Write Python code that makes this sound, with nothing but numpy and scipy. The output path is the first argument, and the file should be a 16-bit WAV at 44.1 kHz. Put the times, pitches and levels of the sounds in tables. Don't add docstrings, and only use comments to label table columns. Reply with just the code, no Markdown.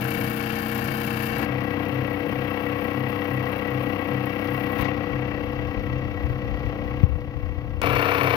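import sys
import numpy as np
from scipy import signal
from scipy.fft import rfft, irfft, next_fast_len
from scipy.io import wavfile
from scipy.ndimage import uniform_filter1d, map_coordinates

SR = 44100
rng = np.random.default_rng(int(sys.argv[2]) if len(sys.argv) > 2 else 0)


def amplitude_ratio(level_db):
    exponent = np.asarray(level_db, float) / 20
    return 10 ** exponent


def unload_audio(sound):
    columns = np.transpose(np.atleast_2d(sound))
    steps = np.round(np.clip(columns, -1, 1) * 32767)
    wavfile.write(sys.argv[1], SR, steps.astype(np.int16))


N = 368667
DUCK_END_S = 7.816


def unit(x):
    return x / np.sqrt(np.mean(x ** 2) + 1e-20)


def along(points, hz):
    point_hz, value = np.transpose(points)
    return np.interp(np.log(hz + 1), np.log(point_hz + 1), value)


def curve(points, t):
    point_s, value = np.transpose(points)
    return np.interp(t, point_s, value)


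def wobble(n, rate):
    knots = rng.standard_normal(int(n / SR * 100) + 4)
    return map_coordinates(knots, [np.arange(n) * rate / SR])


def filtered(x, response):
    n = x.shape[-1]
    m = next_fast_len(n + SR // 4)
    return irfft(rfft(x, m) * response(np.fft.rfftfreq(m, 1 / SR)), m)[..., :n]


def noise_pair(n):
    return rng.standard_normal((2, n))


def engine(view):
    # fade-in start, full level, fade-out start and silence, all in seconds.
    cuts = [
        (-1, -2.1, 1.448, 1.458),
        (1.27, 1.48, 7.814, 7.816),
        (7.816, 7.5, 9, 9.1),
    ]
    # reference time in seconds, phase there in turns, speed in Hz, speed gain in Hz per second.
    crank = [
        (0, .753, 31.068, .334),
        (1.36, .171, 32.3026, .0614),
        (7.8, .115, 32.168, 0),
    ]
    # hum in dB, clatter in dB, clatter left-right in dB, steam in dB, steam left-right in dB.
    positions = [
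        (-27, -34.5, 22, -45, 28),
        (-25.5, -35.5, 15.5, -57.5, 15.5),
        (-22.5, -26.5, 14.5, -46.5, 7.5),
    ]
    # time in seconds, level in dB.
    flow = [(0, -3.5), (.12, 1.5), (1.4, -1.5), (1.5, -0.5), (3.3, 2), (4, -0.8), (4.5, 0.5), (7.8, 0.5)]
    # time in seconds, clatter gain in dB.
    cover = [(4.74, 0), (4.8, 3.5), (4.87, 3), (4.95, -1), (5.56, -4), (5.73, -5), (6.38, -8), (6.94, -7),
             (7.52, -8.5), (7.8, -10)]
    # frequency in Hz, level in dB per Hz.
    rumble_tone = [(15, -49), (25, -27), (93, -3.5), (236, -1.5), (287, -0.5), (395, -15.5), (487, 0),
                   (592, -10.5), (700, -8), (910, -41.5), (1540, -120)]

    t_in, t_full, t_out, t_gone = cuts[view]
    start, stop = max(round(t_in * SR), 0), min(round(t_gone * SR), N)
    t = np.arange(start, stop) / SR
    from_s, first, speed_hz, gain_hz = crank[view]
    since = t - from_s
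    turns = first + speed_hz * since + gain_hz / 2 * since ** 2 + 10
    hum_db, clatter_db, clatter_pan_db, steam_db, steam_pan_db = positions[view]

    near_hand = (view == 1) * np.array([[1], [0]])
    cover_db = curve(cover, t) * near_hand
    rumble = unit(filtered(noise_pair(len(t)), lambda hz: amplitude_ratio(along(rumble_tone, hz))))
    base = hum(turns, view) * [[1], [0]] + amplitude_ratio(-6.5 + 1.64 * wobble(len(t), 8)) * rumble
    rattle_db = clatter_db + 0.4 * wobble(len(t), 9)
    hiss_db = steam_db + curve(flow, t) + 1.1 * wobble(len(t), 13)
    metal_noise = set_level(two_ports(clatter(turns, view), view), rattle_db, clatter_pan_db)
    hiss = set_level(two_ports(steam(turns, view), view), hiss_db, steam_pan_db)

    sound = amplitude_ratio(hum_db + 0.67 * cover_db) * two_ports(base, view)
    sound += amplitude_ratio(cover_db) * metal_noise
    sound += amplitude_ratio(0.96 * cover_db + palm(t) * near_hand) * hiss
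    fade = np.interp(t, [t_in, t_full, t_out, t_gone], [0, 1, 1, 0])
    out = np.zeros((2, N))
    out[:, start:stop] = sound * amplitude_ratio(ducking(t)) * fade
    return out


def clatter(turns, view):
    # frequency in Hz, width in Hz, level in dB.
    metal = [
        [(790, 63, -2.5), (1080, 48, -2.5), (1360, 75, -11.5), (1730, 70, -8.5), (2240, 48, 2),
         (2735, 74, -1.5), (3080, 52, -5.5), (4640, 32, -10.5), (4825, 34, -11)],
        [(715, 48, -3), (817, 62, -7), (1081, 33, 0), (1340, 89, -10), (1608, 18, -6), (1935, 44.5, -0.5),
         (2218, 109, -6), (2710, 73, -4.5), (3110, 100, -15.5), (3348, 50, -17.5), (4500, 84, -35)],
        [(653, 59, 1), (1138, 75, -0.5), (1372, 53, 1.5), (1780, 130, -6.5), (2283, 92, 0.5), (2720, 120, -6),
         (3540, 59, -16.5), (4350, 150, -18)],
    ]
    # frequency in Hz, level in dB per Hz.
    scrape_tone = [
        [(400, -48), (600, -3.5), (900, -3), (1800, 6.5), (2050, -5), (2600, -16.5), (3200, -12), (3600, -12),
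         (5000, -15.5), (6500, -21.5), (8000, -31), (10000, -63)],
        [(400, -34.5), (600, 0.5), (900, 0.5), (1500, -3.5), (2500, -6), (3300, -16.5), (3600, -19),
         (5000, -25), (6300, -33), (6900, -47.5), (8000, -56), (10000, -88)],
        [(400, -35), (600, -3), (1100, 5), (2000, 0), (2600, -1), (3300, -10), (4400, -19), (5500, -19.5),
         (6500, -28), (7200, -48), (8000, -42), (10000, -77.5)],
    ]

    knock_scrape, knock = rattle(turns, column=1, decay=0.29, blow_db=-0.5)
    tick_scrape, tick = rattle(turns, column=2, decay=0.088, blow_db=4.0)
    puffs = gate(turns, column=3, decay=0.1, scatter_db=4, steady_db=-17)
    exhaust = unit(puffs * noise_pair(len(turns)))

    def modes(hz):
        total = 0
        for k, (center, width, db) in enumerate(metal[view]):
            damping = 1j * hz * width
            total = total + (-1) ** k * amplitude_ratio(db) * damping / (center ** 2 - hz ** 2 + damping)
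        return amplitude_ratio(3.0) * total * (hz > 500) / (1 + (hz / 5200) ** 8)

    ringing = filtered(crossover(knock, tick, 1630), modes)
    low_scrape = crossover(knock_scrape, tick_scrape, 1500)
    scrape = crossover(low_scrape, (exhaust + tick_scrape) / np.sqrt(2), 3600)
    return ringing + filtered(scrape, lambda hz: amplitude_ratio(along(scrape_tone[view], hz) - 6.5))


def crossover(low, high, edge_hz):
    below = lambda hz: 1 / (1 + (hz / edge_hz) ** 6)
    return filtered(low, lambda hz: np.sqrt(below(hz))) + filtered(high, lambda hz: np.sqrt(1 - below(hz)))


def rattle(turns, column, decay, blow_db):
    envelope = gate(turns, column, decay, scatter_db=1.2, steady_db=-8.5)
    blows = np.maximum(np.diff(envelope, prepend=envelope[0]), 0)
    age = np.arange(SR // 40) / SR
    steps = rfft(rng.standard_normal(len(age)) * np.exp(-age / 0.005))
    seating = irfft(steps / np.abs(steps))
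    chatter = unit(uniform_filter1d(envelope, size=130) * rng.standard_normal((2, 2, len(turns))))
    impact = unit(signal.fftconvolve(blows, seating)[:len(turns)])
    return chatter[0], unit(chatter[1] + amplitude_ratio(blow_db) * impact)


def gate(turns, column, decay, scatter_db, steady_db):
    # phase in turns, frame knock in dB, rod tick in dB, steam puff in dB.
    contacts = [
        (.01, -10, -9, 0),
        (.1, -2, -4, -4),
        (.28, 0, -1, -3),
        (.38, -4, 0, -9),
        (.5, -4, -4, -3),
        (.62, -3, -6, -7),
        (.86, -8, -6, -14),
    ]
    luck = rng.standard_normal((int(turns.max()) + 3, len(contacts), 2))
    power = np.full(len(turns), amplitude_ratio(steady_db) ** 2)
    for k, row in enumerate(contacts):
        since = turns + 1 - row[0]
        which = since.astype(int)
        age = np.maximum(since - which - 0.004 * np.abs(luck[which, k, 1]), 0)
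        strength = amplitude_ratio(row[column] + scatter_db * luck[which, k, 0])
        power += (age > 0) * strength ** 2 * np.exp(-age / decay)
    return np.sqrt(power)


def hum(turns, view):
    # level in dB of shaft orders 1, 2, 3 and so on.
    order_db = [
        [-22, -12, -7, -1.5, -11.5, -17.5, 1.5, -36, -4, -5, -9, -40, -30, -40, -0.5, -51, -35, -41, -35, -11,
         -17.5, -15, -31, -8.5, -33, -7.5, -39, -31, -25, -27, -25, -35, -21, -16, -20],
        [-27.5, -9.5, -2.5, -16, -13.5, -2.5, -4, -6.5, 4.5, -6.5, -9.5, -16, -13.5, -10, 2.5, -3.5, -9.5,
         -42.5, -23, -23.5, -42.5, -11.5, -32.5, -11.5, -16, -15.5, -35, -34, -30.5, -17, -29.5, -29, -15,
         -16.5, -10.5],
        [-16.5, -14.5, 1, -15, -39, -25, -33, -17, 3.5, -27, -5, -5.5, -10.5, 2.5, 5.5, -3.5, -2, -16, -9.5,
         -26, -19, -7.5, -8, -7, -27, -18, -9.5, -22, -19, -6, -3.5, -3, -16, -8, -3.5],
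    ]
    arrival = [
        [(6, 0.3495), (9, 0.799), (15, 0.4374), (33, 0.398)],
        [(6, 0.6782), (9, 0.655), (15, 0.516), (33, 0.3576)],
        [(6, 0.614), (9, 0.706), (15, 0.525), (33, 0.369)],
    ]
    levels = order_db[view]
    orders = np.arange(len(levels)) + 1
    lags = np.cumsum(along(arrival[view], orders))
    lags = lags + 0.076 * rng.standard_normal(len(levels))
    n = len(turns)
    total = np.zeros(n)
    for order, db, lag in zip(orders, levels, lags):
        drift = 0.025 * order / 10 * wobble(n, 25)
        total += amplitude_ratio(db + 0.39 * wobble(n, 12)) * np.cos(2 * np.pi * (order * turns - lag + drift))
    return unit(total)


def steam(turns, view):
    # frequency in Hz, level in dB per Hz.
    hiss_tone = [
        [(4120, -30), (7000, -12.5), (8460, -15), (10200, -6), (12200, 0.5), (14200, -1), (15600, -7.5),
         (16200, -25)],
        [(4120, -43.5), (7000, -17), (8520, -15), (9740, -4.5), (11500, 2), (14800, 7), (15600, 4),
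         (16200, -37)],
        [(4120, -52), (7000, -22), (7620, -11), (8370, -15.5), (10200, -1.5), (13600, 2.5), (15300, 7),
         (16200, -39)],
    ]
    puffs = noise_pair(len(turns)) * gate(turns, column=3, decay=0.11, scatter_db=2.5, steady_db=-20)
    return filtered(puffs, lambda hz: amplitude_ratio(along(hiss_tone[view], hz)))


def two_ports(pair, view):
    # frequency in Hz, left-right difference in dB.
    shadow = [
        [(60, 6), (110, 2), (200, 5), (380, 6.5), (700, 14), (1290, 21), (2380, 30), (4400, 28), (8120, 71),
         (15000, -29.5)],
        [(60, 6), (110, 2.5), (200, 14.5), (380, 8.5), (700, 14.5), (1290, 19.5), (2380, 14.5), (4400, 9),
         (8120, -1.5), (15000, -1)],
        [(60, 1), (110, 9), (200, 21.5), (380, 6.5), (700, 17), (1290, 23), (2380, 16), (4400, 14), (8120, 5.5),
         (15000, 2)],
    ]
    # frequency in Hz, common share from 0 to 1.
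    alike = [(30, .3), (80, .75), (150, .93), (400, .93), (700, .8), (1400, .82), (2800, .85), (4500, .3),
             (15000, .1)]
    lag_s = [0.0003, 0.00018, -0.00024]
    share = lambda hz: np.clip(along(alike, hz), 0, 1)
    far = lambda hz: amplitude_ratio(-along(shadow[view], hz))
    late = lambda hz: np.exp(-2j * np.pi * hz * lag_s[view])
    common = filtered(pair[0], lambda hz: far(hz) * share(hz) * late(hz))
    own = filtered(pair[1], lambda hz: far(hz) * np.sqrt(1 - share(hz) ** 2))
    return np.array([pair[0], common + own])


def set_level(stereo, mid_db, pan_db):
    far = amplitude_ratio(-pan_db)
    even = np.array([unit(row) for row in stereo])
    return even * [[1], [far]] * amplitude_ratio(mid_db) * 2 / np.sqrt(1 + far ** 2)


def palm(t):
    touch_s, nearing_s = 4.828, 0.15
    return np.where(t < touch_s, 8 * np.exp(-np.abs(t - touch_s) / nearing_s), -8.5)


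def ducking(t):
    thump_s, fall_s = 7.04, 0.021
    return -5 * np.clip((t - thump_s) / fall_s, 0, 1) * (t < DUCK_END_S)


def throb():
    # start in seconds, level in dB.
    laps = [(0, -31.5), (.2, -45), (.53, -40), (.86, -30), (1.23, -43), (1.47, -28.5), (1.9, -29),
            (2.31, -32), (2.63, -37), (2.94, -30), (3.29, -27.5), (3.69, -28.5), (4.1, -30), (4.47, -31),
            (4.77, -33), (5.11, -28.5), (5.5, -32.5), (5.85, -29.5), (6.23, -30.5), (6.57, -34),
            (6.88, -32), (7.19, -36), (7.57, -39), (7.85, -28.5), (8.19, -27.5)]
    table_hz, sag_hz, swell_s = 127, 5.1, 0.073
    tone, age = np.zeros(N + SR), np.arange(SR // 2) / SR
    shake = 0.5 * wobble(N + SR, 15)
    swell = (age / swell_s) ** 1.33 * np.exp(1.33 * (1 - age / swell_s))
    for k, (s, db) in enumerate(laps):
        at = round(s * SR)
        span = slice(at, at + len(age))
        cycles = table_hz * (s + age) - sag_hz * swell_s * np.exp(-age / swell_s)
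        tone[span] += (-1) ** k * amplitude_ratio(db + 3) * swell * np.sin(2 * np.pi * cycles + shake[span])
    return tone[:N] * amplitude_ratio([[1.5], [-3]])


def hand():
    # time in seconds, level in dB.
    rub_level = [(4.7, -98), (4.9, -49), (5.51, -41), (6.3, -38), (8.0, -37.5), (8.05, -90)]
    # frequency in Hz, level in dB per Hz.
    rub_tone = [(20, -3), (45, 20.5), (65, 23), (100, 20), (160, 9), (300, -52)]
    # start in seconds, peak in dB, start pitch in Hz, end pitch in Hz, rise in seconds.
    bumps = [
        (7.033, -.9, 175, 65, .006),
        (7.0915, -13, 90, 62, .009),
        (4.795, -22, 90, 50, .012),
    ]
    # start in seconds, peak in dB, pitch in Hz.
    nudges = [(5.378, -36, 67.6), (5.449, -42, 83.4), (5.669, -28, 70.0), (5.769, -22, 48.3),
              (5.839, -22, 83.4), (5.919, -29, 83.4), (6.15, -24, 91), (6.239, -18, 70.0), (6.298, -22, 92),
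              (6.429, -24, 93), (6.529, -20.5, 67.3), (6.649, -19, 59.2), (6.799, -33, 56.4),
              (6.919, -26, 61.9), (7.429, -23, 37.7), (7.568, -23, 64.6), (7.629, -30, 99.6),
              (7.699, -25, 86.1), (7.929, -23, 53.8)]
    # start in seconds, level in dB, decay in seconds.
    scuffs = [(4.787, -42, 0.018), (4.81, -37.5, 0.019), (4.845, -41, 0.022)]
    # frequency in Hz, level in dB per Hz.
    scuff_tone = [(200, -17), (1500, -13.5), (3500, 0), (6000, -10.5), (8000, -26), (12000, -19.5),
                  (16000, -28)]

    t, age = np.arange(N) / SR, np.arange(SR // 5) / SR
    rub = filtered(rng.standard_normal(N), lambda hz: amplitude_ratio(along(rub_tone, hz)))
    near = amplitude_ratio(curve(rub_level, t) + 10) * unit(amplitude_ratio(3.0 * wobble(N, 22)) * rub)
    pushes = [(s, db + 2, 1.28 * hz, 0.99 * hz, 0.012) for s, db, hz in nudges]
    for s, db, start_hz, end_hz, rise in [*bumps, *pushes]:
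        pitch = end_hz + (start_hz - end_hz) * np.exp(-age / 0.008)
        pulse = age / rise * np.exp(1 - age / rise)
        swing = np.sin(2 * np.pi * np.cumsum(pitch) / SR - 0.4)
        near[round(s * SR):][:len(age)] += amplitude_ratio(db) * pulse * swing
    slide = sum(amplitude_ratio(db) * (t > s) * np.exp(-np.abs(t - s) / decay) for s, db, decay in scuffs)
    near += slide * unit(filtered(rng.standard_normal(N), lambda hz: amplitude_ratio(along(scuff_tone, hz))))
    return near * amplitude_ratio([[0], [-45]])


def splice():
    age = np.arange(N) / SR - 7.8181
    return (age > 0) * np.exp(-np.abs(age) / 0.00026) * amplitude_ratio([[-6], [-18]])


def scene():
    return sum(engine(view) for view in range(3)) + throb() + hand() + splice()


def top_cut(x):
    return signal.sosfilt(signal.butter(12, 16480, fs=SR, output="sos"), x)


def record(dry):
    # frequency in Hz, level in dB per Hz.
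    self_noise = [(1000, -17.5), (3500, 5.5), (6000, -10), (7000, -31.5), (9000, -34.5), (10500, -10.5),
                  (14000, -3), (16000, -7)]
    hiss = unit(filtered(noise_pair(N), lambda hz: amplitude_ratio(along(self_noise, hz))))
    t = np.arange(N) / SR
    gain_db = ducking(t) - 9 * (t >= DUCK_END_S)
    capped = np.clip(dry + amplitude_ratio(-65.5 + gain_db) * hiss, -0.985, 0.985)
    narrow = filtered(capped, lambda hz: hz < 15880)
    return top_cut(narrow)


dry = scene()
out = record(dry)
unload_audio(out)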